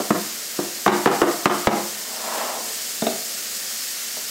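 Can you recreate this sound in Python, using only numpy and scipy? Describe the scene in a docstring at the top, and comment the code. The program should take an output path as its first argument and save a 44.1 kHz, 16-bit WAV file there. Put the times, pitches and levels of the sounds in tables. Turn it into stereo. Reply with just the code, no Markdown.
"""The lid of a full paint can is knocked shut with the back of a wire brush: each blow snaps, cracks and rings modes.
The can is then slid along the counter, grains exciting its resonances, and the brush is put down with modal blows.
Behind this a tap runs into a can in a steel sink, as coloured grains and ringing metal, over a low wash of the room.
The small room answers each blow with echoes and a tail; one signal feeds both channels.
The recorder overloads on the knocks and ducks the hiss of the water."""
import sys
import numpy as np
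from scipy import signal
from scipy.fft import rfft, irfft, next_fast_len
from scipy.io import wavfile

SR = 44100
rng = np.random.default_rng(int(sys.argv[2]) if len(sys.argv) > 2 else 0)


def digitize_waveform(pressure):
    """Quantize a signal to 16-bit integers and store it at the path in sys.argv[1].

    Rows of a 2-D input are taken as channels; values are limited to [-1, 1].
    """
    field = np.atleast_2d(pressure).T
    bounded = np.clip(field, -1, 1)
    quanta = np.round(bounded * 32767).astype(np.int16)
    wavfile.write(sys.argv[1], SR, quanta)


N = 189652
TIME = np.arange(N) / SR  # s

# Low wash of the room. Each row: frequency in Hz, relative level in dB per Hz.
WASH_SPECTRUM = [(25, -42), (70, -9), (120, -11.5), (165, -2.5), (215, 8), (280, 1.5), (550, 5.5), (750, 3),
                 (950, -10.5), (1600, -18.5)]
# Decay of the room's tail. Each row: frequency in Hz, time to fall 60 dB in seconds.
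ROOM_DECAY = [(100, 0.5), (300, 0.42), (700, 0.5), (1500, 0.53), (4000, 0.43), (12000, 0.2)]
# Reflections off walls and ceiling. Each row: delay in seconds, relative level in dB.
ROOM_ECHOES = [(.0075, -49), (0.0133, -7), (0.0208, -10), (0.0412, -10), (0.0475, -14), (0.0556, -10.5)]
# Hiss of the stream. Each row: frequency in Hz, relative level in dB per Hz.
HISS_SPECTRUM = [(1200, -23.5), (2500, -9), (3200, -5), (4000, -5.5), (4600, 0), (6400, -0.5), (7800, -1.5),
                 (8800, -2), (10000, -7), (11200, -6.5), (12200, -4), (13300, -4), (14000, -7.5),
                 (15700, -8)]
# Splash of droplets in the can. Each row: frequency in Hz, relative level in dB per Hz.
SPLASH_SPECTRUM = [(500, -16), (950, -5), (1300, 1), (1800, 2.5), (2300, 0.5), (3000, -5.5), (4000, 1.5),
                   (6000, -11.5)]
# The sink ringing under the stream. Each row: frequency in Hz, width in Hz, relative level in dB.
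SINK_RESONANCES = [(1830, 41, 0), (2137, 26, -3), (2240, 24, -0.5), (2700, 45, -1), (3040, 53, -2),
                   (3200, 46, -15), (3374, 35, -5.5), (3660, 47, -14.5), (4074, 83, -4.5), (4440, 72, 2),
                   (4970, 81, 0), (5060, 90, 2), (5500, 60, -1), (6510, 210, -0.5), (7000, 72, 3.5),
                   (7570, 60, 4), (8070, 80, 3.5), (7830, 100, -6), (8893, 80, -18), (9420, 90, -2),
                   (9900, 110, -2), (10430, 58, -7), (10600, 90, -7), (11450, 83, -9), (12000, 79, -8),
                   (13400, 90, -8), (14298, 90, -2), (14556, 58, -5)]
# Resonances of the sliding can. Each row: frequency in Hz, width in Hz, relative level in dB.
SCRAPE_RESONANCES = [(220, 20, -5), (454, 190, -8.5), (654, 66, -0.5), (790.2, 66, -1.5), (918, 184, -1.5),
                     (1037, 210, -1.5), (1350, 120, -7), (1690, 300, -12), (2780, 1700, -20.5)]
# Crack of a contact. 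Each row: frequency in Hz, relative level in dB per Hz.
CRACK_SPECTRUM = [(25, -1.5), (100, -23), (200, 3), (450, 3), (1200, -0.5), (2200, -8.5), (4000, -12.5),
                  (8000, -7), (15000, -12)]
# Modes of the brush on the counter. Each row: frequency in Hz, level in dB, time to fall 60 dB in seconds.
COUNTER_MODES = [(230.6, -11.5, .09), (277.5, -18, 0.076), (384, -26, 0.25), (427, -20, 0.084),
                 (470, -15.5, 0.025), (650, -11.5, 0.044), (723, -20.5, 0.061), (815, -23, 0.033),
                 (1090, -37, 0.027), (1405, -46, 0.026), (2110, -32, 0.018), (3730, -14, 0.021)]
# Brush landing on the counter, handle then head, and a light bump at the sink.
# Each row: start in seconds, force in dB, boom of the low modes in dB, pitch the spot favours in Hz.
BRUSH_BLOWS = [(3.0222, -5.5, -3, 395), (3.0672, -3, -5, 827), (4.170, -24.5, -13, 806)]
# Modes of the can and its lid. 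Each row: frequency in Hz, level in dB, time to fall 60 dB in seconds.
CAN_MODES = [(132.5, -21, 0.14), (210.2, -13.5, 0.13), (222.4, -21, 0.097), (301, -18, 0.17),
             (350.5, -13.5, 0.21), (386, -19, 0.15), (429, -19, 0.077), (495, -19, 0.082), (611, -21, 0.1),
             (704.5, -20, 0.14), (809, -20.5, 0.056), (850, -11, 0.017), (925, -24, 0.035),
             (1062, -15.5, 0.038), (1195, -14, 0.029), (1240, -26.5, 0.037), (1450, -30, 0.078),
             (1710, -41, 0.072), (1830, -29, 0.031), (1820, -20, 0.029), (2290, -24.5, 0.0077),
             (2800, -55, .04), (2870, -20, .03), (3720, -15, .02)]
# Blows on the lid, three of them landing twice.
# Each row: start in seconds, force in dB, boom of the full can in dB, pitch the struck spot favours in Hz.
LID_BLOWS = [(0.001, -13, -1, 603), (0.1055, -3.5, 4.5, 260), (0.5900, -12.5, -2, 340),
             (0.8628, -1, 1, 632), (0.8782, 3.5, -2.5, 900), (1.0588, 0.5, -3, 430),
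             (1.0728, 1.5, -15, 790), (1.2168, 1, -23, 446), (1.2300, -2, -4, 677.6), (1.4568, 4, -4, 1240),
             (1.6715, 2.5, 5, 672)]

# The low wash sinks a little towards the end, in a smooth step about WASH_SINKS_S.
WASH_DB, WASH_SINK_DB = -45.5, 4
WASH_SINKS_S, WASH_SINK_CONSTANT_S = 3.7, 0.082
# The hiss steps up when a hand shifts the can under the stream.
HISS_DB, SPLASH_DB = -30.5, -38.5
SHIFT_S, SHIFT_CONSTANT_S, SHIFT_HISS_DB = 2.64, 0.029, 1.76
# One push slides the can away: it gathers speed, then coasts to rest.
PUSH_START_S, PUSH_FASTEST_S, PUSH_STOP_S = 1.947, 2.444, 2.85
RUB_DB, RUB_FROM_REST_DB = -25.5, 23.5  # level at top speed; its rise from rest to top speed
RUB_DULLS_S, RUB_DULL_CONSTANT_S = 2.53, 0.062  # the rub turns dull as the hand eases off
TOP_CUT_HZ = 15750  # upper limit of the recorder


def from_db(db):
    """Turn decibels into gain."""
    return 10 ** (np.asarray(db) / 20)


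def rms_one(x):
    """Scale a sound to rms 1."""
    return x / np.sqrt(np.mean(x ** 2) + 1e-20)


def at_hz(points, hz):
    """Read a curve between its points on a log-frequency axis."""
    frequency, value = np.transpose(points)
    return np.interp(np.log(np.maximum(hz, 1)), np.log(frequency), value)


def low_pass(x, hz, order=2):
    """Take off the treble with a Butterworth filter."""
    sections = signal.butter(order, min(hz, SR / 2 - 100), fs=SR, output="sos")
    return signal.sosfilt(sections, x)


def high_pass(x, hz, order=2):
    """Take off the bass with a Butterworth filter."""
    sections = signal.butter(order, hz, "high", fs=SR, output="sos")
    return signal.sosfilt(sections, x)


def colour(x, spectrum):
    """Weight a sound by a spectrum and scale it to rms 1."""
    size = next_fast_len(len(x))
    gain = from_db(at_hz(spectrum, np.fft.rfftfreq(size, 1 / SR)))
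    return rms_one(irfft(rfft(x, size) * gain, size)[:len(x)])


def drift(knots_per_s):
    """Wander slowly by chance, with rms 1, on straight lines between random knots."""
    knots = rng.standard_normal(4096)
    return rms_one(np.interp(TIME * knots_per_s, np.arange(len(knots)), knots))


def changeover(at_s, constant_s):
    """Step smoothly from 0 to 1, halfway at at_s."""
    return 0.5 + 0.5 * np.tanh((TIME - at_s) / (2 * constant_s))


def resonate(x, peaks):
    """Excite parallel two-pole resonances of alternating sign; rms 1."""
    out = 0
    for k, (hz, width, db) in enumerate(peaks):
        r = np.exp(-np.pi * width / SR)  # pole radius: a narrow peak rings longer
        poles = [1, -2 * r * np.cos(2 * np.pi * hz / SR), r * r]
        ring = signal.lfilter([1, 0, -1], poles, x)
        out = out + (-1) ** k * from_db(db) * (1 - r * r) * ring
    return rms_one(out)


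def grains(per_s, spread_db):
    """Scatter tiny impacts of uneven size and random sign."""
    hits = rng.random(N) < per_s / SR
    sizes = from_db(spread_db * rng.standard_normal(N))
    return hits * sizes * rng.choice([-1, 1], N) + 1e-18


def room(x, tail_db, echo_db, build_s):
    """Add a few distinct reflections and a diffuse tail that builds up and dies band by band."""
    t = np.arange(len(x)) / SR
    white = rng.standard_normal((2, len(x)))
    response = np.zeros(len(x))
    edges = np.geomspace(130, 15000, 11)
    for k, (low, high) in enumerate(zip(edges, edges[1:])):
        sections = signal.butter(2, [low, high], "band", fs=SR, output="sos")
        band = signal.sosfilt(sections, white[k % 2])  # neighbouring bands use separate noise
        response += band * from_db(-60 * t / at_hz(ROOM_DECAY, np.sqrt(low * high)))
    response *= from_db(tail_db) * (1 - np.exp(-(t / build_s) ** 2))
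    for delay, db in ROOM_ECHOES:
        response[round(delay * SR)] += from_db(db + echo_db)
    return x + signal.fftconvolve(x, response)[:len(x)]


def basin(x, echo_db, t60):
    """The sink's steel walls throw back a quick cluster of reflections that ripples the spectrum; rms 1."""
    t = np.arange(SR // 20) / SR
    response = rng.standard_normal(len(t)) * from_db(-60 * t / t60) * (t > 0.002)
    response *= from_db(echo_db) / np.linalg.norm(response)
    return rms_one(x + signal.fftconvolve(x, response)[:N])


def strike(blows, modes, snap_db, crack_db, crack_t60, boom_hz, spot_db, spot_octaves,
           contact_hz, db_per_octave, radiate_hz, **space):
    """Each blow snaps, cracks and rings the modes near its spot most; a harder blow is brighter."""
    out = np.zeros(N + SR)
    t = np.arange(SR // 2) / SR
    hz, mode_db, t60 = np.transpose(modes)
    rings = np.sin(2 * np.pi * hz[:, None] * t) * from_db(-60 * t / t60[:, None])
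    snap = from_db(snap_db) * np.exp(-t / 0.00028)
    for start_s, force_db, boom_db, spot_hz in blows:
        favour_db = spot_db * np.exp(-(np.log2(hz / spot_hz) / spot_octaves) ** 2)
        strength = from_db(mode_db + favour_db + boom_db * (hz < boom_hz))
        # the low modes move as one; the higher ones start up or down at random
        sign = np.where(hz < boom_hz, 1, rng.choice([-1, 1], len(hz)))
        ringing = (strength * sign) @ rings
        crack = colour(rng.standard_normal(len(t)), CRACK_SPECTRUM)
        crack = from_db(crack_db) * crack * from_db(-60 * t / crack_t60)
        bright_hz = contact_hz * 2 ** (force_db / db_per_octave)
        blow = from_db(force_db) * low_pass(ringing + snap + crack, bright_hz)
        blow = high_pass(blow, radiate_hz, order=4)  # a small body radiates little bass
        start = max(round(start_s * SR), 0)
        # each blow draws its own random tail, so no single pitch hums through them all
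        out[start:start + len(t)] += room(blow, **space)
    return out[:N]


def room_wash():
    """Shape noise into the low wash of the room, which sinks towards the end."""
    wash_db = WASH_DB - WASH_SINK_DB * changeover(WASH_SINKS_S, WASH_SINK_CONSTANT_S)
    return from_db(wash_db) * colour(rng.standard_normal(N), WASH_SPECTRUM)


def running_tap():
    """An aerated stream hisses and sets the sink ringing, and droplets splash in the can; all waver by chance."""
    hiss_db = HISS_DB + SHIFT_HISS_DB * changeover(SHIFT_S, SHIFT_CONSTANT_S)
    hiss_db = hiss_db + 0.17 * drift(5.94) + 0.54 * drift(60)
    stream = colour(grains(per_s=18000, spread_db=3.5), HISS_SPECTRUM)
    sink_ring = from_db(-7.5) * resonate(rng.standard_normal(N), SINK_RESONANCES)
    hiss = from_db(hiss_db) * basin(stream + sink_ring, echo_db=-7, t60=0.091)
    droplets = colour(grains(per_s=5000, spread_db=1.0), SPLASH_SPECTRUM)
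    splash = from_db(SPLASH_DB + 0.48 * drift(35)) * droplets
    return hiss + splash


def brush_put_down():
    """The brush lands on the counter, handle then head, and a light bump follows at the sink."""
    return strike(BRUSH_BLOWS, COUNTER_MODES, snap_db=-11, crack_db=-15.5, crack_t60=0.066,
                  boom_hz=320, spot_db=4.5, spot_octaves=0.78, contact_hz=4500, db_per_octave=19,
                  radiate_hz=143, tail_db=-34.5, echo_db=-5.0, build_s=0.0068)


def sliding_can():
    """The rim catches on the counter's grain: louder and brighter with speed, duller once the hand eases off."""
    speed = np.interp(TIME, [PUSH_START_S, PUSH_FASTEST_S, PUSH_STOP_S], [0, 1, 0])  # 1 = fastest
    rub_db = RUB_DB - RUB_FROM_REST_DB * (1 - np.sin(np.pi / 2 * speed))
    rub = high_pass(resonate(grains(per_s=3000, spread_db=2.0), SCRAPE_RESONANCES), 250)
    dull = low_pass(rub, 610, order=1)
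    bright_share = speed * (1 - changeover(RUB_DULLS_S, RUB_DULL_CONSTANT_S))
    mixed = dull + bright_share * (rub - dull)
    return (speed > 0) * from_db(rub_db + 0.31 * drift(70)) * mixed


def lid_knocks():
    """The back of the brush strikes the lid, and the full can booms below the ringing of its higher modes."""
    return strike(LID_BLOWS, CAN_MODES, snap_db=-1, crack_db=-5.5, crack_t60=0.087,
                  boom_hz=262, spot_db=8.0, spot_octaves=0.3, contact_hz=2320, db_per_octave=12.5,
                  radiate_hz=164, tail_db=-35.5, echo_db=-2.5, build_s=0.032)


def scene():
    """Lay the brush, slide and knocks over the wash and the running water; both channels alike."""
    background = room_wash() + running_tap()
    handling = brush_put_down() + sliding_can() + lid_knocks()
    return np.tile(background + handling, (2, 1))


def gain_control(x, threshold_db, release_db_per_s, attack_s):
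    """The gain drops soon after the level passes the threshold and climbs back steadily."""
    power = signal.lfilter([0.005], [1, -0.995], np.mean(x ** 2, axis=0))
    over_db = np.maximum(10 * np.log10(power + 1e-12) - threshold_db, 0)
    # hold each peak of the excess and let it fall along a straight line in dB
    release_db = release_db_per_s * TIME
    held_db = np.maximum.accumulate(over_db + release_db) - release_db
    r = np.exp(-1 / (attack_s * SR))
    return x * from_db(-signal.lfilter([1 - r], [1, -r], held_db))


def record(dry):
    """The recorder rolls off the bass, rides the gain, clips what still exceeds its ceiling and cuts the top."""
    ceiling = 0.5
    levelled = gain_control(high_pass(dry, 42, order=1), threshold_db=-15.0,
                            release_db_per_s=156, attack_s=0.0067)
    clipped = np.clip(levelled, -ceiling, ceiling)
    top_cut = signal.ellip(12, 0.1, 90, TOP_CUT_HZ, fs=SR, output="sos")
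    return signal.sosfilt(top_cut, clipped)


dry = scene()
out = record(dry)
digitize_waveform(out)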